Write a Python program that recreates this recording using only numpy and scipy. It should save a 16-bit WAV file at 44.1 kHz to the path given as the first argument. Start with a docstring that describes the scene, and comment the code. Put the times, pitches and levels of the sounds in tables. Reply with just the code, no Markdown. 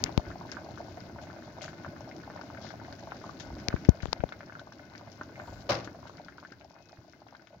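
"""Lentil soup simmering

Thick soup simmers in a metal pot: steam rumbles and glugs at the bottom, bubbles pop on top and
drops sizzle on the hot wall, all fading as the simmer ebbs. A spoon scrapes, steam sings at the rim
and a faint whistle passes. Fingers bump and click by the left opening of the hand-held microphone,
and later something is knocked down in the kitchen."""
import sys
import numpy as np
from scipy import signal
from scipy.io import wavfile
from scipy.ndimage import map_coordinates

SR = 44100
rng = np.random.default_rng(int(sys.argv[2]) if len(sys.argv) > 2 else 0)


def digitize_waveform(pressure):
    """Quantize a signal to 16-bit integers and store it at the path in sys.argv[1].

    Rows of a 2-D input are taken as channels; values are limited to [-1, 1].
    """
    field = np.atleast_2d(pressure).T
    bounded = np.clip(field, -1, 1)
    quanta = np.round(bounded * 32767).astype(np.int16)
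    wavfile.write(sys.argv[1], SR, quanta)


N = 335160
TIME = np.arange(N) / SR

# How alike left and right sound. Each row: frequency in Hz, likeness from 0 (unrelated) to 1 (same).
STEREO_LIKENESS = [(60, 0.87), (130, 0.94), (300, 0.92), (640, 0.72), (1400, 0), (3000, 0), (15000, 0)]


def from_db(db):
    """Turn decibels into a number to multiply by."""
    return 10 ** (np.asarray(db) / 20)


def rms_one(x):
    """Scale a sound so that its average strength (rms) is 1."""
    return x / np.sqrt(np.mean(x ** 2) + 1e-20)


def at_hz(points, hz):
    """Read a table's value at a frequency, with octaves evenly spaced."""
    freqs, values = np.transpose(points)
    return np.interp(np.log(hz), np.log(freqs), values)


def panned(db):
    """Left and right gains that make the left louder by db."""
    return from_db(np.array([[db], [-db]]) / 2)


def butter(x, hz, kind, order=2):
    """Keep the lows, the highs or a band; a higher order cuts more steeply."""
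    return signal.sosfilt(signal.butter(order, hz, kind, fs=SR, output="sos"), x + 1e-18)


def resonance(x, hz, width):
    """Keep a band around hz, about width Hz wide."""
    r = np.exp(-np.pi * width / SR)
    feedback = [1, -2 * r * np.cos(2 * np.pi * hz / SR), r * r]
    return signal.lfilter(np.array([1, 0, -1]) * (1 - r * r) / 2, feedback, x + 1e-18)


def ring(x, hz, fade_s):
    """Each click starts a tone. Here and below, a fade time is the time to drop by 60 dB."""
    r, w = from_db(-60 / (fade_s * SR)), 2 * np.pi * hz / SR
    return signal.lfilter([0, np.sin(w)], [1, -2 * r * np.cos(w), r * r], x + 1e-18)


def add(track, start_s, sound):
    """Mix a sound into a track at a given time."""
    start = max(round(start_s * SR), 0)
    track[..., start:start + sound.shape[-1]] += sound[..., :N - start]


def arch(start_s, length_s):
    """A level that swells from nothing to 1 and back."""
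    return np.sin(np.pi * np.clip((TIME - start_s) / length_s, 0, 1))


def drift(per_s):
    """A wandering curve that heads for a new random value per_s times a second."""
    targets = rng.standard_normal(4000)
    return rms_one(map_coordinates(targets, [TIME * per_s], order=1, mode="wrap"))


def grains(per_s, spread_db):
    """Clicks at random moments, many small and a few large."""
    happens = rng.random(N) < per_s / SR
    size = np.minimum(rng.exponential(1, N), 3.5)
    return happens * from_db(spread_db * size) * rng.choice([-1, 1], N)


def noise_bands(spectrum, size=N):
    """Stereo noise in half-octave bands, alike in the bass. Gives their centres in Hz and the bands."""
    edges = 22 * 2 ** np.arange(0, 9.6, .5)
    centres = np.sqrt(edges[1:] * edges[:-1])
    white, bands = rng.standard_normal((2, 2, size)), []
    for k, hz in enumerate(centres):
        mid, side = butter(white[k % 2], edges[k:k + 2], "band")
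        alike = at_hz(STEREO_LIKENESS, hz)
        stereo = np.sqrt(1 + alike) * mid + np.sqrt(1 - alike) * side * [[1], [-1]]
        roll_off = min(1, spectrum[-1][0] / hz) ** 2   # quieter above the table's last row
        bands.append(roll_off * from_db(at_hz(spectrum, hz)) * stereo)
    return centres, np.array(bands) / np.std(sum(bands))


def vigour(s):
    """How lively the simmer is at time s, in dB above a full simmer."""
    # The strength of the simmer. Each row: time in seconds, level in dB.
    simmer = [(0.0, -46), (0.19, -51), (1.06, -51.5), (1.37, -52.5), (2.75, -51.5), (3.0, -52), (3.72, -50),
              (3.83, -51), (4.02, -53.5), (4.4, -54), (4.74, -56), (5.19, -54), (5.59, -52), (5.97, -53.5),
              (6.75, -60), (7.01, -59), (7.26, -59.5), (7.6, -60.5)]
    full_simmer_db = -51.5
    return np.interp(s, *np.transpose(simmer)) - full_simmer_db


def simmer_gain(full_db, follows):
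    """A gain of full_db at a full simmer that moves by `follows` dB for each dB of vigour."""
    return from_db(full_db + follows * vigour(TIME))


def by_chance(per_s, level_db, ranges):
    """Random events, louder in a lively simmer. Each row: seconds, dB, one value from each range."""
    count = round(per_s * N / SR)
    starts = rng.random(count) * TIME[-1]
    levels = level_db + .54 * vigour(starts) + 1.5 * rng.standard_normal(count)
    return list(zip(starts, levels, *[rng.uniform(low, high, count) for low, high in ranges]))


def rumble():
    """Steam pockets collapse on the bottom, muffled by the thick soup."""
    # The rumble's tone colour. Each row: frequency in Hz, relative level in dB.
    spectrum = [(25, -50), (50, -24), (80, 3), (130, 0.5), (200, -2), (350, 1), (450, -14), (650, -14.5),
                (1000, -17)]
    _, bands = noise_bands(spectrum)
    lumpy = sum(band * from_db(2 * drift(25)) for band in bands)
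    return simmer_gain(-47.5, follows=1.55) * rms_one(lumpy)


def small_bubbles():
    """A froth of little pops at many pitches covers the surface and thins out as the simmer ebbs."""
    # The froth's tone colour. Each row: frequency in Hz, relative level in dB.
    spectrum = [(350, -14.5), (500, -25), (640, 6), (850, 3), (1150, -7.5), (1550, -9), (2200, -14),
                (3200, -20), (5000, -45)]
    froth, pitches = np.zeros((2, N)), np.geomspace(400, 3400, 22)
    per_s = 560 * from_db(.6 * vigour(TIME))
    for k, hz in enumerate(pitches):
        bursts = grains(per_s / len(pitches), spread_db=4.3)
        pops = rms_one(ring(bursts, hz, fade_s=5.5 / hz))
        pan_db = 7 * (1 - at_hz(STEREO_LIKENESS, hz)) * (-1) ** k   # left and right by turns
        froth += panned(pan_db) * pops * from_db(at_hz(spectrum, hz)) * np.sqrt(hz)
    heard = in_pot(butter(froth, 654, "high"), pot_db=7, room_db=2.5)
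    return simmer_gain(-52.5, follows=.9) * rms_one(heard)


def in_pot(x, pot_db, room_db, room_fade_s=.1):
    """The air in the pot rings along with a sound, then the kitchen echoes it."""
    # The notes of the air above the soup. Each row: pitch in Hz, width in Hz, relative level in dB.
    air_notes = [(603.5, 25, 6), (692, 140, 1), (1490, 67, 2.5), (1538, 49, -8.5), (2076, 41, 0),
                 (2260, 26, -16)]
    hollow = sum(from_db(db) * resonance(x, hz, width) for hz, width, db in air_notes)
    near = x + from_db(pot_db) * hollow
    t = TIME[:SR // 3]
    echoes = rng.standard_normal((2, len(t))) * from_db(-60 * t / room_fade_s) * (t > .002)
    echoes = butter(echoes[0], 730, "low") + butter(echoes, 1130, "high")   # both sides share the lows
    echoes /= np.sqrt(np.sum(echoes ** 2) / 2)
    return near + from_db(room_db) * signal.fftconvolve(near, echoes, axes=1)[:, :N]


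def sizzle():
    """Tiny bursts crackle in flurries along the hot wall, over a smooth hiss."""
    # The hiss's tone colour. Each row: frequency in Hz, relative level in dB.
    spectrum = [(1500, 6.5), (2400, 6), (3200, -14), (4500, 8), (5800, 10.5), (7000, -13), (10000, 6.5),
                (15000, -26)]
    crackle, pitches = np.zeros((2, N)), np.geomspace(3800, 6600, 8)
    per_s = 800 * from_db(4.3 * drift(20))
    for hz in pitches:
        bursts = np.array([grains(per_s / len(pitches), spread_db=4.2) for side in range(2)])
        crackle += ring(bursts, hz, fade_s=9 / hz)
    crackle = rms_one(butter(crackle, 2300, "high"))
    _, bands = noise_bands(spectrum)
    return simmer_gain(-61.5, follows=1) * rms_one(crackle + from_db(3) * sum(bands))


def fine_crackle():
    """The tiniest bursts prickle over a faint, very high hiss."""
    bursts = rms_one(np.array([grains(per_s=500, spread_db=5) for side in range(2)]))
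    hiss = rng.standard_normal((2, N))
    prickle = butter(hiss + from_db(-1) * bursts, 11850, "high", order=3)
    return simmer_gain(-73.5, follows=.98) * rms_one(prickle)


def finger_bumps(opening_hz=57.4, sharpness=1.27):
    """Fingers push air into the microphone's opening, whose bass cut makes each push swing back."""
    # Pushes of air. Each row: time in seconds, relative level in dB, half-width in seconds.
    bumps = [(0.041, -18.5, 0.00072), (0.178, -3, 0.00083), (3.6864, -13.5, 0.00053), (3.7412, -7, 0.00081),
             (3.8897, 6, 0.001), (4.0336, -16, 0.002), (4.057, -13.5, 0.00024), (4.085, -23, 0.0021),
             (4.1283, -13.5, 0.000087), (4.199, -20, 0.0023), (4.2386, -12.5, 0.00067)]
    pushes, t = np.zeros(N), TIME[:SR // 25]
    middle = t[-1] / 2
    for s, db, width in bumps:
        age = (t - middle) / width
        push = np.exp(-age ** 2 / 2)
        puff = .44 * np.exp(-((age + .99) / .42) ** 2 / 2)   # a brief opposite puff comes first
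        add(pushes, s - middle, from_db(db) * (push - puff))
    w = 2 * np.pi * opening_hz
    bass_cut = signal.bilinear([1, 0, 0], [1, w / sharpness, w * w], SR)
    return butter(signal.lfilter(*bass_cut, pushes), 69, "high", order=1)


def finger_clicks():
    """Fingers tap the microphone's casing, which clicks and then rings briefly, hollow or bright."""
    # Taps. Each row: time in seconds, level in dB, pitch in Hz, half-width in seconds,
    # ring level in dB, ring brightness in dB per octave, gritty snap in dB relative to the click.
    taps = [(0.0395, -2, 5400, 0.00011, -26, 7, 3), (0.1766, -11, 3400, 0.00011, -11, -3, 1),
            (3.6843, -6, 5050, 0.00014, -28, 19, -5), (3.8927, -21, 5260, 0.00008, -52, 0, 6.5),
            (4.0557, -26, 3500, 0.00012, -37, -5, 3), (4.1302, -7.5, 4600, 0.00014, -8, -1, -6),
            (4.2383, -14, 610, 0.0012, -20, 3, -25)]
    # The casing's notes. 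Each row: pitch in Hz, relative level in dB, fade time in seconds.
    casing_notes = [(855, 0.5, 0.0057), (1570, -10.5, 0.007), (2320, -13.5, 0.0052)]
    out, t = np.zeros(N), TIME[:SR // 25]
    middle, lowest_hz = t[-1] / 2, casing_notes[0][0]
    grits = butter(rng.standard_normal((len(taps), len(t))), 6900, "high", order=4)
    for (s, db, hz, width, ring_db, tilt_db, snap_db), grit in zip(taps, grits):
        swell = np.exp(-((t - middle) / width) ** 2 / 2)
        click = np.sin(2 * np.pi * hz * (t - middle)) + from_db(snap_db) * grit
        add(out, s - middle, from_db(db) * swell * click)
        for k, (note_hz, note_db, fade_s) in enumerate(casing_notes):
            start_db = ring_db + note_db + tilt_db * np.log2(note_hz / lowest_hz)
            level = from_db(start_db - 60 * t / fade_s)
            add(out, s, (-1) ** k * level * np.sin(2 * np.pi * note_hz * t))
    return out


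def spits():
    """A splash hits the hot wall, flashes to steam and dies away, sputtering."""
    # Splashes. Each row: start in seconds, relative level in dB, fade time in seconds.
    splashes = [(0.059, -49, 0.15), (.295, -52, 0.22), (0.52, -47, 0.3), (1.214, -48, 0.29),
                (1.617, -35.5, 0.26), (3.398, -36, 0.16), (4.021, -41, 0.14), (5.845, -37.5, 0.091),
                (6.07, -53, 0.34), (6.921, -76, 0.14)]
    steam, t = np.zeros((2, N)), TIME[:SR // 3]
    for s, db, fade_s in splashes:
        add(steam, s, rng.standard_normal((2, len(t))) * from_db(db - 60 * t / fade_s))
    sputter = rms_one(from_db(3 * drift(500)))
    return butter(butter(steam * sputter, 2330, "high"), 7140, "low", order=1)


def bubble(t, hz, cycles, rise):
    """The hollow of one open bubble rings for a few cycles while its pitch rises."""
    t = np.maximum(t, 0)
    age = t * hz / cycles
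    pitch = hz * (1 + rise * (np.minimum(age, .5) - .15)) * (t > 0)
    swell = (1 - np.exp(-2 * t * hz)) ** 2
    level = swell * from_db(-60 * age)
    return np.sin(2 * np.pi * np.cumsum(pitch) / SR) * level / level.max()


def large_bubbles(rise=.7, snap_s=.0016):
    """A bubble's skin tears with a snap, its hollow rings, and a smaller one follows as the soup closes."""
    # The largest bursts. Each row: start in seconds, relative level in dB, pitch in Hz,
    # left over right in dB, ring length in cycles.
    biggest = [(0.0616, -29, 1460, 16, 2.6), (0.0665, -35, 2060, 7, 4), (0.0775, -39, 1900, 9, 3.7),
               (0.0922, -36.5, 790, 20, 4.3), (0.1951, -31.5, 700, 2, 5.5), (0.2658, -36, 1290, 3, 1.6),
               (0.3036, -33.5, 1040, 8, 5.2), (0.3144, -37, 1610, -2, 8.5), (0.3564, -33, 780, 1, 11),
               (0.4102, -32.5, 980, 1, 12), (0.4514, -34.5, 820, 2, 6.1), (0.4914, -36, 1550, -1, 6.1),
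               (0.5211, -33.5, 1510, 1, 10), (0.5436, -39.5, 1560, 2, 10), (0.5682, -31.5, 1400, -7, 10),
               (0.5849, -43, 1520, 9, 8.8), (0.6172, -43, 760, 1, 8.8), (0.644, -47, 780, 0, 8.9),
               (0.6615, -43, 790, 4, 5.2), (0.6873, -37.5, 730, 1, 12), (0.7749, -37, 1150, 7, 8),
               (0.8028, -31.5, 750, 0, 7.5), (0.8272, -46, 710, 1, 11), (0.8822, -38.5, 775, -2, 6.3),
               (0.972, -38, 710, 0, 21), (1.1595, -38, 850, 3, 6.4), (1.1873, -39.5, 1470, -5, 4.6),
               (1.2142, -39.5, 780, 4, 10), (1.2999, -40.5, 1380, 9, 16), (1.329, -47, 775, 11, 13),
               (1.3864, -45, 746, 4, 8.9), (1.4231, -40.5, 1380, 3, 6.1), (1.4776, -40, 765, 1, 5.9),
               (1.58, -34.5, 760, 1, 7.9), (1.6103, -35, 1860, 2, 3), (1.6396, -36.5, 1280, -6, 6.2),
               (1.6794, -34.5, 1480, 3, 6.8), (1.731, -40.0, 1390, 4, 9), (1.8467, -29.5, 1180, 4, 5),
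               (1.862, -35, 910, 2, 7.2), (1.8792, -41.5, 1500, 2, 13), (1.9635, -37.0, 1430, 2, 6.5),
               (2.0063, -37, 765, 3, 5.7), (2.0741, -39.5, 756, 3, 8.5), (2.1128, -38.5, 2000, 5, 15),
               (2.157, -42.5, 690, 0, 10), (2.2346, -42, 1610, -4, 16), (2.276, -35, 750, 5, 6.1),
               (2.3006, -31.5, 1040, 4, 2), (2.3608, -32.5, 890, 4, 5), (2.3745, -39.5, 1520, 1, 7.8),
               (2.3918, -36, 780, 1, 4.5), (2.4121, -33, 1230, 6, 3.8), (2.5011, -35, 1020, 0, 5.1),
               (2.5473, -41, 1520, 10, 10), (2.5716, -37.5, 1450, 10, 12), (2.6451, -34, 700, 5, 5),
               (2.6678, -40.5, 1600, 16, 4), (2.7043, -36.5, 1490, 12, 14), (2.738, -36, 750, 2, 4.4),
               (2.7985, -43, 1450, 12, 10), (2.8142, -38, 875, 2, 6.4), (2.8484, -38.5, 1810, 4, 9.1),
               (2.8822, -37.5, 756, 2, 7), (2.9246, -37, 1390, -1, 3), (2.9897, -43, 1580, -5, 9.2),
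               (3.0256, -40, 740, 0, 5.4), (3.0726, -33, 866, 3, 4.4), (3.1105, -38, 2400, 2, 8.5),
               (3.1194, -26.0, 1140, 3, 3.4), (3.1437, -41, 756, 3, 10), (3.24, -32.5, 1060, 0, 9.3),
               (3.2924, -33.5, 1100, 7, 10), (3.4007, -31.5, 2110, 9, 2.2), (3.5024, -37, 806, 4, 11),
               (3.7034, -27, 1430, 0, 2.4), (3.7266, -31.5, 1440, -7.5, 10), (3.7626, -33, 1500, -5, 9.3),
               (3.8503, -31.5, 1800, 4, 4.3), (4.0034, -37, 1800, 14, 3.7), (4.0294, -31.5, 1570, 8, 3.6),
               (4.2045, -28.5, 1500, 6, 1.6), (4.2898, -40, 1130, 5, 2.8), (4.3221, -29, 1400, 5, 2.8),
               (4.3376, -44, 1180, 0, 3.8), (4.4062, -33, 1510, 0, 4.2), (4.4308, -37.5, 1340, 7, 2.8),
               (4.4963, -37.5, 1390, 2, 8.4), (4.5231, -37, 1390, 4, 3), (4.5517, -34.5, 1450, 1, 13),
               (4.5689, -44, 776, 5, 5), (4.5924, -38.0, 1480, 4, 19), (4.671, -41, 1050, 4, 13),
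               (4.721, -36.5, 1380, 3, 4.1), (4.7928, -41.5, 1350, 7, 6.4), (4.8217, -48.5, 670, 1, 7.7),
               (4.9181, -45.5, 930, 4, 10), (4.9513, -35.5, 1800, 4, 4.9), (4.9953, -44, 1330, 2, 4.8),
               (5.0107, -38.0, 905, 3, 5.6), (5.0734, -43, 766, 6, 6.4), (5.2111, -29.5, 1380, 3, 16),
               (5.2339, -47, 1440, 3, 12), (5.3569, -41, 2150, 0, 13), (5.3978, -30.5, 1320, 2, 5.1),
               (5.4187, -38.5, 740, 0, 6.4), (5.4373, -42, 750, 6, 5.2), (5.4804, -36, 890, 6, 8.8),
               (5.8748, -31, 1380, 2, 3.5), (6.0285, -38, 920, 0, 3.4), (6.0541, -36.5, 844, 1, 2.7),
               (6.0684, -42, 1400, 7, 12), (6.0953, -37.5, 1020, 5, 7.8), (6.1817, -42, 1450, 3, 10),
               (6.1966, -36.5, 694, 3, 5.1), (6.2837, -35, 1500, 2, 10), (6.3816, -37.5, 1390, -1, 8.9),
               (6.4279, -35, 990, 2, 3.3), (6.4492, -35.5, 1490, 5, 12.5), (6.522, -39.5, 1470, 10, 10),
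               (6.537, -58, 1520, -4, 8.1), (6.6109, -41, 1940, 7, 2.6), (6.6464, -46.5, 800, 7, 17),
               (6.7069, -46.5, 780, 4, 4.5), (6.7334, -52, 810, 1, 11), (6.7637, -42, 930, 2, 2.3),
               (6.7953, -55, 820, -2, 6.3), (6.9281, -43, 690, 2, 5), (7.0805, -51, 654, 7, 10),
               (7.1341, -43, 1440, 4, 3.8), (7.2178, -43.5, 800, 2, 5.4), (7.2652, -45, 730, 3, 8.4),
               (7.3257, -41.5, 790, 5, 2.8), (7.3491, -40.5, 1310, 4, 5.6), (7.3951, -51, 1410, 8, 11),
               (7.472, -44, 2040, 6, 3.5), (7.5449, -44, 730, 1, 5.4)]
    pops = list(biggest) + by_chance(per_s=8, level_db=-45, ranges=[(794, 1970), (-9, 11), (4.6, 7.2)])
    out, t = np.zeros((2, N)), TIME[:SR // 20]
    tears = rng.standard_normal((len(pops), 2, len(t))) * np.exp(-t / snap_s)
    for (s, db, hz, pan_db, cycles), tear in zip(pops, tears):
        first = bubble(t, hz, cycles, rise * rng.uniform(.2, 1.6))
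        lag_s = rng.uniform(-.0002, .0002)   # its place decides which side hears it first
        after_s, after_hz = rng.uniform(.0015, .007), hz * rng.uniform(.7, 1.45)
        tone = first + from_db(-6) * bubble(t - after_s, after_hz, cycles, rise)
        stereo = np.array([np.interp(t - max(lag, 0), t, tone) for lag in (lag_s, -lag_s)])
        snap = from_db(3) * butter(tear, 1.3 * hz, "low", order=3)
        add(out, s, from_db(db - 1) * panned(pan_db) * (stereo + snap))
    return in_pot(butter(out, 460, "high", order=3), pot_db=-2, room_db=-3.5)


def hand_grip():
    """The hand shifts on the microphone and the casing rumbles softly."""
    # Shifts of the hand. Each row: start in seconds, length in seconds, level in dB.
    shifts = [(.25, 0.1, -41), (3.44, .16, -46), (5.39, 0.24, -50)]
    level = sum(from_db(db) * arch(s, length_s) for s, length_s, db in shifts)
    return level * rms_one(butter(rng.standard_normal(N), [47, 108], "band"))


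def droplet_ticks(rise_s=.00045, fizz_s=.011):
    """A droplet snaps on the hot wall in about a millisecond and leaves a trace of fizz."""
    # The sharpest snaps. Each row: start in seconds, relative level in dB, pitch in Hz.
    sharpest = [(0.382, -48, 5000), (0.5163, -28.5, 5360), (1.0042, -41, 4900), (2.0067, -44, 5640),
                (2.3631, -45, 5130), (2.4124, -40.5, 5070), (2.9259, -39, 4600), (2.9947, -42.5, 5800),
                (3.1676, -42, 5470), (3.2658, -49, 4600), (3.5997, -41.5, 5160), (3.8492, -39, 5100),
                (4.0705, -42, 3420), (4.2903, -39.5, 3700), (4.3246, -42.5, 3760), (4.5949, -38.5, 3700),
                (4.7242, -43.5, 5500), (4.9566, -45, 4700), (4.9787, -40, 5170), (5.1176, -42.5, 5650),
                (5.2331, -44, 5830), (5.8452, -40, 5140), (6.0729, -44, 4100), (6.1705, -43, 4700),
                (6.247, -44, 5060), (6.2827, -53, 3470), (6.3837, -51, 4500), (6.3996, -45.5, 4770),
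                (6.4491, -57, 4300), (6.4714, -49.5, 4700), (6.5201, -44, 4660), (6.645, -48, 5430),
                (6.7, -52, 5560), (6.7418, -52, 5260), (6.824, -50.5, 5300), (6.8873, -49.5, 4720),
                (6.9206, -49, 4960), (7.0963, -49, 5240), (7.1246, -50, 5500), (7.2715, -53, 3830),
                (7.308, -52.5, 5300), (7.3524, -49.5, 3800), (7.4713, -47, 3100)]
    drops = list(sharpest) + by_chance(per_s=12, level_db=-48, ranges=[(3960, 5860)])
    out, t = np.zeros((2, N)), TIME[:SR // 40]
    swell = (t / rise_s * np.exp(1 - t / rise_s)) ** 2
    for s, db, hz in drops:
        snap = swell * np.sin(2 * np.pi * hz * t)
        fizz = butter(rng.standard_normal((2, len(t))), [2200, 6500], "band") * np.exp(-t / fizz_s)
        add(out, s, from_db(db - .5) * (snap + from_db(-7.5) * fizz))
    return out


def glugs(swell_cycles=.43):
    """A steam pocket heaves up, throbs a few times and is stilled by the thick soup."""
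    # The biggest pockets. Each row: start in seconds, relative level in dB, pitch in Hz.
    biggest = [(1.02, -35, 181), (1.15, -39, 135), (1.69, -38, 151), (1.878, -35, 132), (1.888, -32, 197),
               (2.04, -39, 150), (3.532, -33, 176), (5.211, -34.5, 312), (5.873, -32, 286),
               (6.518, -38.5, 315), (6.986, -39.5, 108)]
    out, t = np.zeros(N), TIME[:SR // 6]
    for s, db, hz in list(biggest) + by_chance(per_s=2, level_db=-39.5, ranges=[(126, 235)]):
        age = t * hz / swell_cycles
        add(out, s, from_db(db - 2.5) * age * np.exp(1 - age) * np.sin(2 * np.pi * hz * t))
    return out


def spoon_rasp():
    """The wet wooden spoon slips on the metal wall in a quick run of tiny catches."""
    catches = rng.standard_normal((2, N)) * from_db(2.5 * drift(400))
    rasp = rms_one(butter(catches, [3100, 5900], "band", order=3))
    return from_db(-53) * arch(start_s=2.598, length_s=.14) * rasp


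def singing_steam():
    """Steam squeezes out at the rim in a thin, pitched hiss that swells and dies."""
    # The steam's notes. Each row: pitch in Hz, width in Hz, level in dB.
    notes = [(7000, 800, -76), (14500, 2600, -82)]
    hiss = rng.standard_normal((2, N))
    song = sum(from_db(db) * rms_one(resonance(resonance(hiss, hz, width), hz, width))
               for hz, width, db in notes)
    return arch(start_s=5.25, length_s=.5) ** 2 * song


def knock(start_s=5.6905):
    """A blow across the kitchen, mostly echo: the lows swell later and last longer, the highs rattle."""
    # The echo's tone colour. Each row: frequency in Hz, relative level in dB.
    spectrum = [(35, -41), (60, -6), (105, -1), (230, -1), (330, -4.5), (450, -0.5), (640, 5.5), (900, -9),
                (1190, -0.5), (1770, -7.5), (2040, -4), (3160, -18.5), (4700, -7), (6700, -28),
                (9500, -17.5), (13400, -14.5)]
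    # How long the echo lasts. Each row: frequency in Hz, fade time in seconds.
    fades = [(100, 0.6), (300, 0.42), (600, 0.39), (1500, 0.32), (5000, 0.29), (12000, 0.27)]
    # The notes the blow sets ringing. Each row: pitch in Hz, relative level in dB, fade time in seconds.
    notes = [(115.4, -26.5, 0.46), (343, -32, 0.49), (558, -29, 0.2), (569, -14.5, 0.12),
             (589, -28.5, 0.41), (690, -25, 0.16), (790, -32.5, 0.42), (1140, -33, 0.36), (1210, -31, 0.17),
             (2075, -36, 0.28), (3965, -33, 0.18)]
    out, t = np.zeros((2, N)), TIME[:SR]
    centres, bands = noise_bands(spectrum, size=SR)
    rattle_db = 3 * drift(300)[:SR]
    for hz, band in zip(centres, bands):
        rise_s = .006 * (.5 + 350 / hz)
        swell = 1 - np.exp(-t / rise_s)
        level_db = -22.5 + rattle_db * (hz > 2000) - 60 * t / at_hz(fades, hz)
        add(out, start_s, from_db(level_db) * swell * band)
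    for hz, db, fade_s in notes:
        swell = 1 - np.exp(-t * hz / 3)
        add(out, start_s, from_db(db - 3.4 - 60 * t / fade_s) * swell * np.sin(2 * np.pi * hz * t))
    return out


def whistle():
    """A faint, thin tone wavers as it rises and falls."""
    swell = arch(start_s=6.69, length_s=.34)
    pitch_hz = (2420 + 129 * swell) * (1 + .0089 * drift(150))
    return np.sqrt(2) * from_db(-76) * swell * np.sin(2 * np.pi * np.cumsum(pitch_hz) / SR)


def microphone(x, left_lag_s=.00012):
    """Both openings dull the highs; the right is more muffled, and the left is delayed to stay in step."""
    left, right = butter(x, 6926, "low", order=14)
    left = np.roll(left, round(left_lag_s * SR))
    right = butter(right, 3600, "low", order=4)
    leaked_highs = from_db(-24) * butter(x, 9500, "high", order=3)
    return np.array([left, right]) + leaked_highs


def scene():
    """The pot in front and to the left, the fingers on the left, the knock out in the room."""
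    surface = small_bubbles() * panned(5.3) + large_bubbles()
    bottom = rumble() * panned(.56) + glugs()
    wall = (sizzle() + spits() + droplet_ticks() + spoon_rasp()) * panned(9.8)
    prickle = fine_crackle()
    pot = surface + bottom + wall + whistle() * panned(17)
    hand = hand_grip() + (finger_bumps() + finger_clicks()) * from_db([[0], [-53]])
    dulled = microphone(pot + hand + knock() * panned(1.9))
    return dulled + prickle + singing_steam() * panned(16)


def record(dry):
    """Peaks past full scale are clipped, and the very highest sounds are cut away."""
    top_cut = signal.ellip(10, .1, 80, 16200, fs=SR, output="sos")
    return signal.sosfilt(top_cut, np.clip(dry, -1, 1))


dry = scene()
out = record(dry)
digitize_waveform(out)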